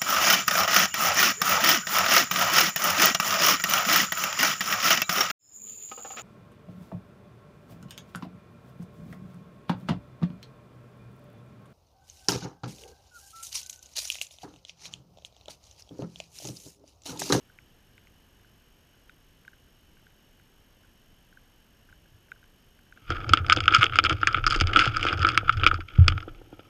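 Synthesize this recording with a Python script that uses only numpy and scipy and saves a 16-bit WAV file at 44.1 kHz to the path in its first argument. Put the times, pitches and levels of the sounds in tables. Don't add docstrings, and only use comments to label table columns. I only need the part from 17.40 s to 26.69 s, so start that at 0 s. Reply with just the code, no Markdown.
import sys
import numpy as np
from scipy import signal
from scipy.fft import rfft, irfft, next_fast_len
from scipy.io import wavfile
from scipy.ndimage import uniform_filter1d, map_coordinates

SR = 44100
rng = np.random.default_rng(int(sys.argv[2]) if len(sys.argv) > 2 else 0)


def master(y):
    cut = np.clip(np.atleast_2d(y).T, -1, 1)
    pcm = np.round(cut * 32767)
    wavfile.write(sys.argv[1], SR, pcm.astype(np.int16))


def makeup_ratio(level_db):
    decades = np.asarray(level_db, float) / 20
    return 10 ** decades


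N = 409688
t = np.arange(N) / SR


def unit(x):
    return x / np.sqrt(np.mean(x ** 2) + 1e-20)


def curves(rows):
    times, *columns = np.transpose(rows)
    return [np.interp(t, times, column) for column in columns], t > times[0]


def filtered(x, response):
    size = next_fast_len(N + SR)
    freqs = np.fft.rfftfreq(size, 1 / SR)
    return irfft(rfft(x, size) * response(freqs), size)[:N]


def modes(rows, order=3):
    def response(f):
        total = 0
        for k, (centre, width, db) in enumerate(rows):
            damping = 1j * f * width
            resonance = damping / (centre ** 2 - f ** 2 + damping)
            total = total + (-1) ** k * makeup_ratio(db) * resonance ** order
        return total
    return response


def struck(force, response):
    impulse = 1. * (np.arange(N) == 0)
    return filtered(force, response) / np.abs(filtered(impulse, response)).max()


def bursts(times, db, length):
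    k = np.arange(256)
    shape = rng.standard_normal((len(times), 256)) * np.exp(-k / (length * SR))
    shape /= np.linalg.norm(shape, axis=1, keepdims=True)
    force = shape * makeup_ratio(db)[:, None]
    at = np.round(np.asarray(times) * SR).astype(int)[:, None] + k
    return np.bincount(at.ravel(), force.ravel(), N + 256)[:N]


def grit(rate, spread_db):
    chance, side, size = rng.random((3, N))
    size_db = -spread_db * np.log(size + 1e-9).clip(-4)
    return unit((chance < rate / SR) * np.sign(side - .5) * makeup_ratio(size_db))


def skids(times, db, life):
    kicks = np.bincount(np.round(times * SR).astype(int), makeup_ratio(db), N)
    return signal.lfilter([1], [1, -np.exp(-1 / (life * SR))], kicks)


# (f/Hz, relative level/dB per Hz)
HISS = [(20, 3.5), (60, -3), (200, -9), (600, -19), (1500, -25), (4500, -30.5), (7000, -34.5),
        (12000, -38.5), (14600, -32.5), (15000, -42.5), (15100, -71)]
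# (f/Hz, width/Hz, level/dB over the hiss)
AIR = [(1660, 320, 5), (2240, 200, -18.5), (2980, 300, 12), (3800, 350, -12), (5480, 200, 9),
       (8300, 500, 0.5), (9200, 350, -2), (10500, 700, 3.5)]


def hiss():
    hz, db = np.transpose(HISS)

    def colour(f):
        circuit = makeup_ratio(np.interp(np.log(f + 1), np.log(hz), db, left=-60, right=-120))
        air = sum(makeup_ratio(2 * gain) / (1 + (2 * (f - centre) / width) ** 2) for centre, width, gain in AIR)
        return circuit * np.sqrt(1 + air)

    return makeup_ratio(-60) * unit(filtered(rng.standard_normal(N), colour))


def clock_tone():
    clock_hz, rms_db = 3000, -82
    return np.sqrt(2) * makeup_ratio(rms_db) * np.sin(2 * np.pi * clock_hz * t)


# (f/Hz, rms level/dB while on)
WHINE = [(6480, -76), (6620, -85), (12350, -93.5), (12880, -74), (13070, -89.5), (13210, -95)]


def frame_whine():
    frame_hz, first_start_s, share_on = 48000 / 1001, 1.0095, 0.4
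    frames = (t - first_start_s) * frame_hz
    gate = uniform_filter1d(1. * (frames % 1 < share_on), size=45)
    number = (frames - frames[0] // 1).astype(int)
    out = np.zeros(N)
    for hz, db in WHINE:
        phase = 2 * np.pi * rng.random(number[-1] + 1)[number]
        out = out + np.sqrt(2) * makeup_ratio(db) * gate * np.sin(2 * np.pi * hz * t + phase)
    return out


# (f/Hz, width/Hz of each pass, relative level/dB)
PORT = [(1536, 340, 0), (2190, 1000, 2), (3700, 500, -10), (6500, 4000, -20)]
# (t/s, level/dB, upper ring level/dB against it)
CHEWS = [(0.0987, -52, -17), (0.1872, -44.5, 0.5), (0.5794, -51.5, 9), (0.671, -51, 6), (0.9971, -56, -8),
         (1.046, -53, -15), (1.5419, -58, -14), (1.695, -40, 1.5), (2.049, -51.5, 2), (2.0787, -35, -8),
         (2.1321, -46, -15), (2.2752, -61, -7), (2.3136, -56, -15), (2.5691, -58, 0), (2.5955, -60, -4),
         (2.6665, -52.5, 7), (2.7054, -52, -6), (2.9974, -49, -6), (3.4331, -56, -15), (3.4456, -52.5, -16),
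         (3.6321, -57, -12), (3.926, -43.5, -15), (3.972, -43, -23), (4.4887, -51, -15), (4.497, -46, -7),
         (4.5256, -42.5, 1), (4.6558, -54, -13), (4.8838, -59, -1), (4.9175, -35, -2), (4.9606, -50, -19),
         (5.0285, -52, -4), (5.0409, -52, 1), (5.3896, -56.5, -1), (5.465, -53, -13), (5.5239, -42, -5),
         (5.5732, -43, -8)]


def chewing():
    times, db, upper_db = np.transpose(CHEWS)
    low = struck(bursts(times, db, length=0.00061), modes(PORT[:1]))
    upper = struck(bursts(times, db + upper_db, length=0.00048), modes(PORT[1:]))
    return low + upper


# (f/Hz, share of a nudge's ring time)
ROCKING = [(84, 1), (108, 0.76)]
# (t/s, level/dB before the swell, upper tone level/dB against it, time to fall 60 dB/s)
NUDGES = [(4.484, -52, -9, 0.36), (4.714, -49, 0, 0.3), (5.691, -20, -1.5, 0.21), (5.903, -11, -20, 0.13),
          (5.998, -17, -11, 0.29), (6.173, -27, 2.5, 0.25), (6.378, -38, 27, 0.13),
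          (6.636, -26.5, -22, 0.26), (6.711, -17.5, 2, 0.18), (6.843, -35.5, -8, 0.26),
          (6.954, -21.5, -8, 0.18), (7.208, -10.5, -5, 0.22), (7.467, -24, 10, 0.17),
          (7.723, -21, -4.5, 0.25), (7.791, -13, -8.5, 0.19), (7.948, -29.5, -8.5, 0.18),
          (8.083, -40.5, -3.5, 0.3), (8.16, -14.5, -26.5, 0.18), (8.31, -22, -13.5, 0.33),
          (8.582, 2.5, -3, 0.21), (8.679, -18, -1.5, 0.37), (8.734, -18.5, -2.5, 0.23),
          (9.012, -53.5, -4.5, 0.37), (9.114, -50.5, 3, 0.3)]


def nudges():
    out = np.zeros(N)
    for start, db, upper_db, t60 in NUDGES:
        since = np.clip(t - start - .003, 0, None)
        swell = (1 - np.exp(-since / .006)) ** 2
        bent_time = since + 0.0033 * (1 - np.exp(-since / .012))
        for (hz, life), level_db in zip(ROCKING, (db, db + upper_db)):
            fading = makeup_ratio(level_db - 60 * since / (life * t60))
            out = out + swell * fading * np.sin(2 * np.pi * hz * bent_time)
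    return out


# (t/s, rocking level/dB, slow sway rms level/dB)
PUSH = [(5.55, -81, -87), (5.71, -52, -40.5), (5.9, -36.5, -44), (6.61, -39.5, -46.5), (7.2, -39.5, -31),
        (8.0, -39, -47), (8.28, -35, -29.5), (8.51, -57.5, -54), (8.64, -44, -26), (9.06, -60.5, -55.5),
        (9.29, -60, -65)]


def steady_push():
    (push_db, sway_db), on = curves(PUSH)
    out = on * makeup_ratio(sway_db) * unit(filtered(rng.standard_normal(N), modes([(26, 24, 0)])))
    for hz, _ in ROCKING:
        stirred = unit(filtered(rng.standard_normal(N), modes([(hz, 45, 0)])))
        out = out + on * makeup_ratio(push_db - 1.5) * stirred
    return out


# (f/Hz, width/Hz of each pass, relative level/dB)
SHELL = [(1322, 278, 0), (1558, 690, -18.5), (2327, 755, -2), (2898, 830, -8), (3317, 703, -4.5),
         (4885, 1510, -20), (5224, 920, -27.5), (6626, 1190, -31), (8230, 780, -42.5), (9200, 600, -46),
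         (10200, 800, -62.5), (11800, 1200, -72.5)]
# (t/s, door ring level/dB, wall ring level/dB, edge snap level/dB)
SLIPS = [(5.703, -18, -22, -26), (5.7195, -33, -20.5, -51), (5.7547, -27, -52, -44.5),
         (5.803, -31, -31, -46), (5.8925, -17, -17, -22), (5.922, -39, -33, -43.5), (5.9345, -2.5, 0, -8.5),
         (5.9723, -9, -10.5, -26.5), (5.987, -22.5, -37, -42), (6.0448, -22.5, -32.5, -54),
         (6.0646, -31, -26.5, -30), (6.0835, -23, -41, -36.5), (6.0977, -4.5, -5, -16),
         (6.1151, -17.5, -32, -40), (6.1211, -9.5, -6, -29), (6.1255, -8.5, -17, -9.5),
         (6.1629, -14.5, -22, -20.5), (6.1715, -24, -12, -30), (6.2039, -16.5, -17.5, -21),
         (6.231, -54, -27, -54), (6.2382, -26, -22, -30), (6.2564, -18.5, -21, -29), (6.279, -4, -5, -22),
         (6.3067, -32.5, -15.5, -52.5), (6.3234, -16, -20, -24), (6.3373, -15.5, -9, -34),
         (6.3466, -13, -11.5, -8), (6.3564, -16, -12, -23.5), (6.363, -9, -14, -23.5),
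         (6.3713, -33, -25, -41), (6.3836, -39.5, -33, -26.5), (6.3967, -34, -24, -31.5),
         (6.41, -13, -18, -27.5), (6.4294, -6.5, -1.5, -30), (6.4409, -8, -7, -15),
         (6.456, -17.5, -28.5, -33.5), (6.465, -26.5, -15, -33.5), (6.496, -23.5, -27, -51.5),
         (6.5232, -24.5, -23, -55), (6.534, -21.5, -19.5, -40.5), (6.548, -31, -31, -42.5),
         (6.5564, -15.5, -12.5, -21), (6.567, -35, -26, -32), (6.5788, -37, -29, -54),
         (6.5871, -7, -3, -13.5), (6.5954, -20, -12, -47), (6.6317, -30.5, -30.5, -51),
         (6.6392, -15, -26, -14), (6.6486, -12.5, -11, -26.5), (6.664, -20.5, -11, -47),
         (6.695, -12, -7, -19), (6.7046, -13, -21.5, -34), (6.7112, -15.5, -21, -38.5),
         (6.7271, -19, -20.5, -25), (6.8137, -34, -34.5, -37), (6.8305, -10, -14, -40),
         (6.8716, 4, -3, -11.5), (6.914, -31.5, -49.5, -53), (6.9273, -52, -36, -31),
         (6.9445, -13, -10, -39), (6.9825, -20.5, -27.5, -49), (7.0402, -20, -18, -34),
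         (7.065, -11.5, -14.5, -12), (7.0759, -18, -27, -20), (7.0932, -38, -35, -44),
         (7.1013, -29.5, -21.5, -20), (7.1073, -19.5, -11, -16.5), (7.1225, -9.5, -26.5, -21),
         (7.142, -20.5, -17, -25.5), (7.161, -20, -25, -18.5), (7.19, -32.5, -30, -34),
         (7.2006, -22, -17.5, -20.5), (7.2098, -10, -5.5, -12.5), (7.271, -27, -14.5, -23.5),
         (7.3331, -19, -14, -26.5), (7.36, -3, -6, -22), (7.37, -13, -13, -16.5), (7.3912, -16, -3, -12.5),
         (7.3985, -4.5, -15, -16), (7.415, -25, -21, -35.5), (7.4267, -31, -31, -27),
         (7.4368, -29, -24, -34), (7.4558, -18, -14, -17.5), (7.4754, -21, -19.5, -25),
         (7.543, -27.5, -31, -48), (7.5615, -22.5, -18, -35), (7.568, -15.5, -24.5, -19.5),
         (7.5942, -20.5, -34, -40), (7.6098, -27, -24.5, -31.5), (7.6284, -21.5, -17, -20.5),
         (7.6508, -19, -23, -27), (7.6656, -14.5, -13.5, -24.5), (7.6856, -26, -12, -27),
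         (7.6918, -23, -22, -44), (7.7276, -15.5, -22.5, -26.5), (7.7735, -37, -34, -34),
         (7.793, -40.5, -26, -31), (7.8007, -26.5, -35, -43), (7.819, -20.5, -23.5, -27.5),
         (7.8276, -13, -24, -27), (7.8475, -9, -9, -33), (7.8676, -10.5, -20.5, -22),
         (7.8881, -13.5, -8.5, -15), (7.918, -26, -22, -34.5), (7.9453, -22.5, -25.5, -37),
         (7.965, -34.5, -46, -49), (7.9754, -2, -3.5, -14.5), (8.0937, -9.5, -11, -32),
         (8.1252, -26, -29, -28.5), (8.17, -31, -31, -36), (8.197, -25, -24.5, -42),
         (8.214, -34, -38.5, -47.5), (8.2339, -7, -13.5, -43), (8.2405, -17.5, -15, -26),
         (8.2642, -5.5, -2, -20), (8.2714, -18, -12.5, -18), (8.3126, -12, -21.5, -41),
         (8.3419, -24.5, -28, -32), (8.4048, -21, -29, -41), (8.4845, -44, -30, -52),
         (8.553, -49, -40, -60), (8.576, -39, -46, -58), (8.6804, -7, -3, -9.5), (8.7211, -18, -22, -38),
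         (8.778, -29.5, -30, -43), (8.8036, -31.5, -31, -43), (8.826, -38, -53, -48),
         (8.8812, -35.5, -44, -63), (8.947, -44.5, -44, -60), (9.016, -48, -61, -66),
         (9.131, -46.5, -53, -63), (9.194, -51, -45.5, -65), (9.205, -46.5, -59, -63)]
# (t/s, scrape level/dB, wall and edge brightness level/dB, low body level/dB)
DRAG = [(5.56, -67, 0, -68), (5.656, -60.5, -2.5, -77), (5.712, -33, -6, -41), (5.781, -43.5, -12, -47.5),
        (5.939, -40.5, -8, -43), (6.035, -52, -13, -50), (6.113, -32.5, -12, -38), (6.149, -56.5, -18, -46),
        (6.175, -40, -6.5, -34.5), (6.232, -49, -12, -51), (6.348, -19.5, -10.5, -37),
        (6.388, -36.5, -4, -47), (6.436, -23, -10, -33.5), (6.492, -50.5, -2, -51.5),
        (6.586, -41, -6, -43.5), (6.62, -71, -7.5, -45.5), (6.655, -31, -4, -39), (6.685, -40, -4, -41.5),
        (6.721, -36, -8, -33), (6.771, -50.5, -2, -55), (6.967, -34.5, -9.5, -43), (7.029, -47, -9, -51.5),
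        (7.12, -35.5, -10, -41.5), (7.258, -39, -11, -45), (7.38, -24, -10.5, -35.5),
        (7.516, -41.5, -7, -48), (7.731, -30.5, -7, -35.5), (7.767, -39.5, -11, -43.5),
        (7.879, -28, -14, -38.5), (8.002, -52, -10, -51), (8.094, -33, -9, -49), (8.146, -44.5, -8, -55),
        (8.256, -30.5, -12.5, -38.5), (8.457, -67.5, -1, -66), (8.571, -43, -6, -54.5),
        (8.687, -47.5, -11.5, -49), (8.972, -72, 0, -59), (9.29, -66, -1, -61)]


def shell():
    door_top_hz, wall_top_hz = 1900, 4000
    door = modes([m for m in SHELL if m[0] < door_top_hz])
    wall = modes([m for m in SHELL if door_top_hz <= m[0] < wall_top_hz])
    edge = modes([m for m in SHELL if m[0] >= wall_top_hz])
    times, door_db, wall_db, edge_db = np.transpose(SLIPS)
    (scrape_db, bright_db, _), on = curves(DRAG)
    clumps = map_coordinates(rng.standard_normal(N // 300 + 4), [np.arange(N) / 300])
    fine = makeup_ratio(4.5 * clumps) * grit(rate=4000, spread_db=4)
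    out = np.zeros(N)
    # zone, slip level/dB, drag level/dB, slip length/s, skid level/dB against the slip, skid life/s
    for zone, slip_db, drag_db, length, skid_db, life in (
            (door, door_db, scrape_db, .0006, -17, .012),
            (wall, wall_db, scrape_db + bright_db, .001, -16, .008),
            (edge, edge_db, scrape_db + bright_db - 14.5, .001, -18, .007)):
        pressure = on * makeup_ratio(drag_db) + skids(times, slip_db + skid_db, life)
        scrape_rms = filtered(fine, zone).std()
        out = out + struck(bursts(times, slip_db, length), zone)
        out = out + filtered(pressure * fine, zone) / scrape_rms
    return out


# (f/Hz, width/Hz of each pass, relative level/dB)
CAVITY = [(194, 130, -12), (314.7, 115.5, -0.5), (473, 253, -9.5), (751, 380, -14)]
# (t/s, level/dB)
TAPS = [(5.702, -23), (5.89, -31), (5.934, -20), (5.971, -28), (6.097, -23), (6.17, -26.5), (6.277, -30.5),
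        (6.313, -30), (6.435, -35.5), (6.586, -23), (6.636, -32), (6.708, -24), (6.829, -26),
        (6.871, -27.5), (6.974, -30), (7.064, -30), (7.159, -27), (7.214, -24), (7.299, -38), (7.369, -19),
        (7.464, -25.5), (7.65, -24), (7.727, -22.5), (7.843, -30.5), (7.974, -24), (8.03, -30),
        (8.156, -44), (8.233, -27.5), (8.263, -25), (8.33, -26), (8.388, -34), (8.584, -33.5), (8.68, -23),
        (8.72, -32.5), (8.778, -36.5), (8.824, -44), (8.876, -35), (9.014, -40), (9.126, -38.5),
        (9.192, -40.5)]


def cavity():
    (_, _, body_db), on = curves(DRAG)
    body = on * makeup_ratio(body_db) * unit(filtered(grit(rate=2000, spread_db=2.5), modes(CAVITY)))
    times, db = np.transpose(TAPS)
    return body + struck(bursts(times, db, length=.0015), modes(CAVITY))


def scene():
    deer = shell() + cavity() + steady_push() + nudges() + chewing()
    camera = hiss() + clock_tone() + frame_whine()
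    return (deer + camera)[None]


def top_cut(x):
    return signal.sosfilt(signal.butter(12, 15800, fs=SR, output="sos"), x)


def record(dry):
    top_hz = 14500
    heard = filtered(dry[0], lambda f: 1 / np.sqrt(1 + (f / top_hz) ** 24))[None]
    mix = heard / (1 + np.abs(heard) ** 16) ** (1 / 16)
    return top_cut(mix)


dry = scene()
out = record(dry)
master(out)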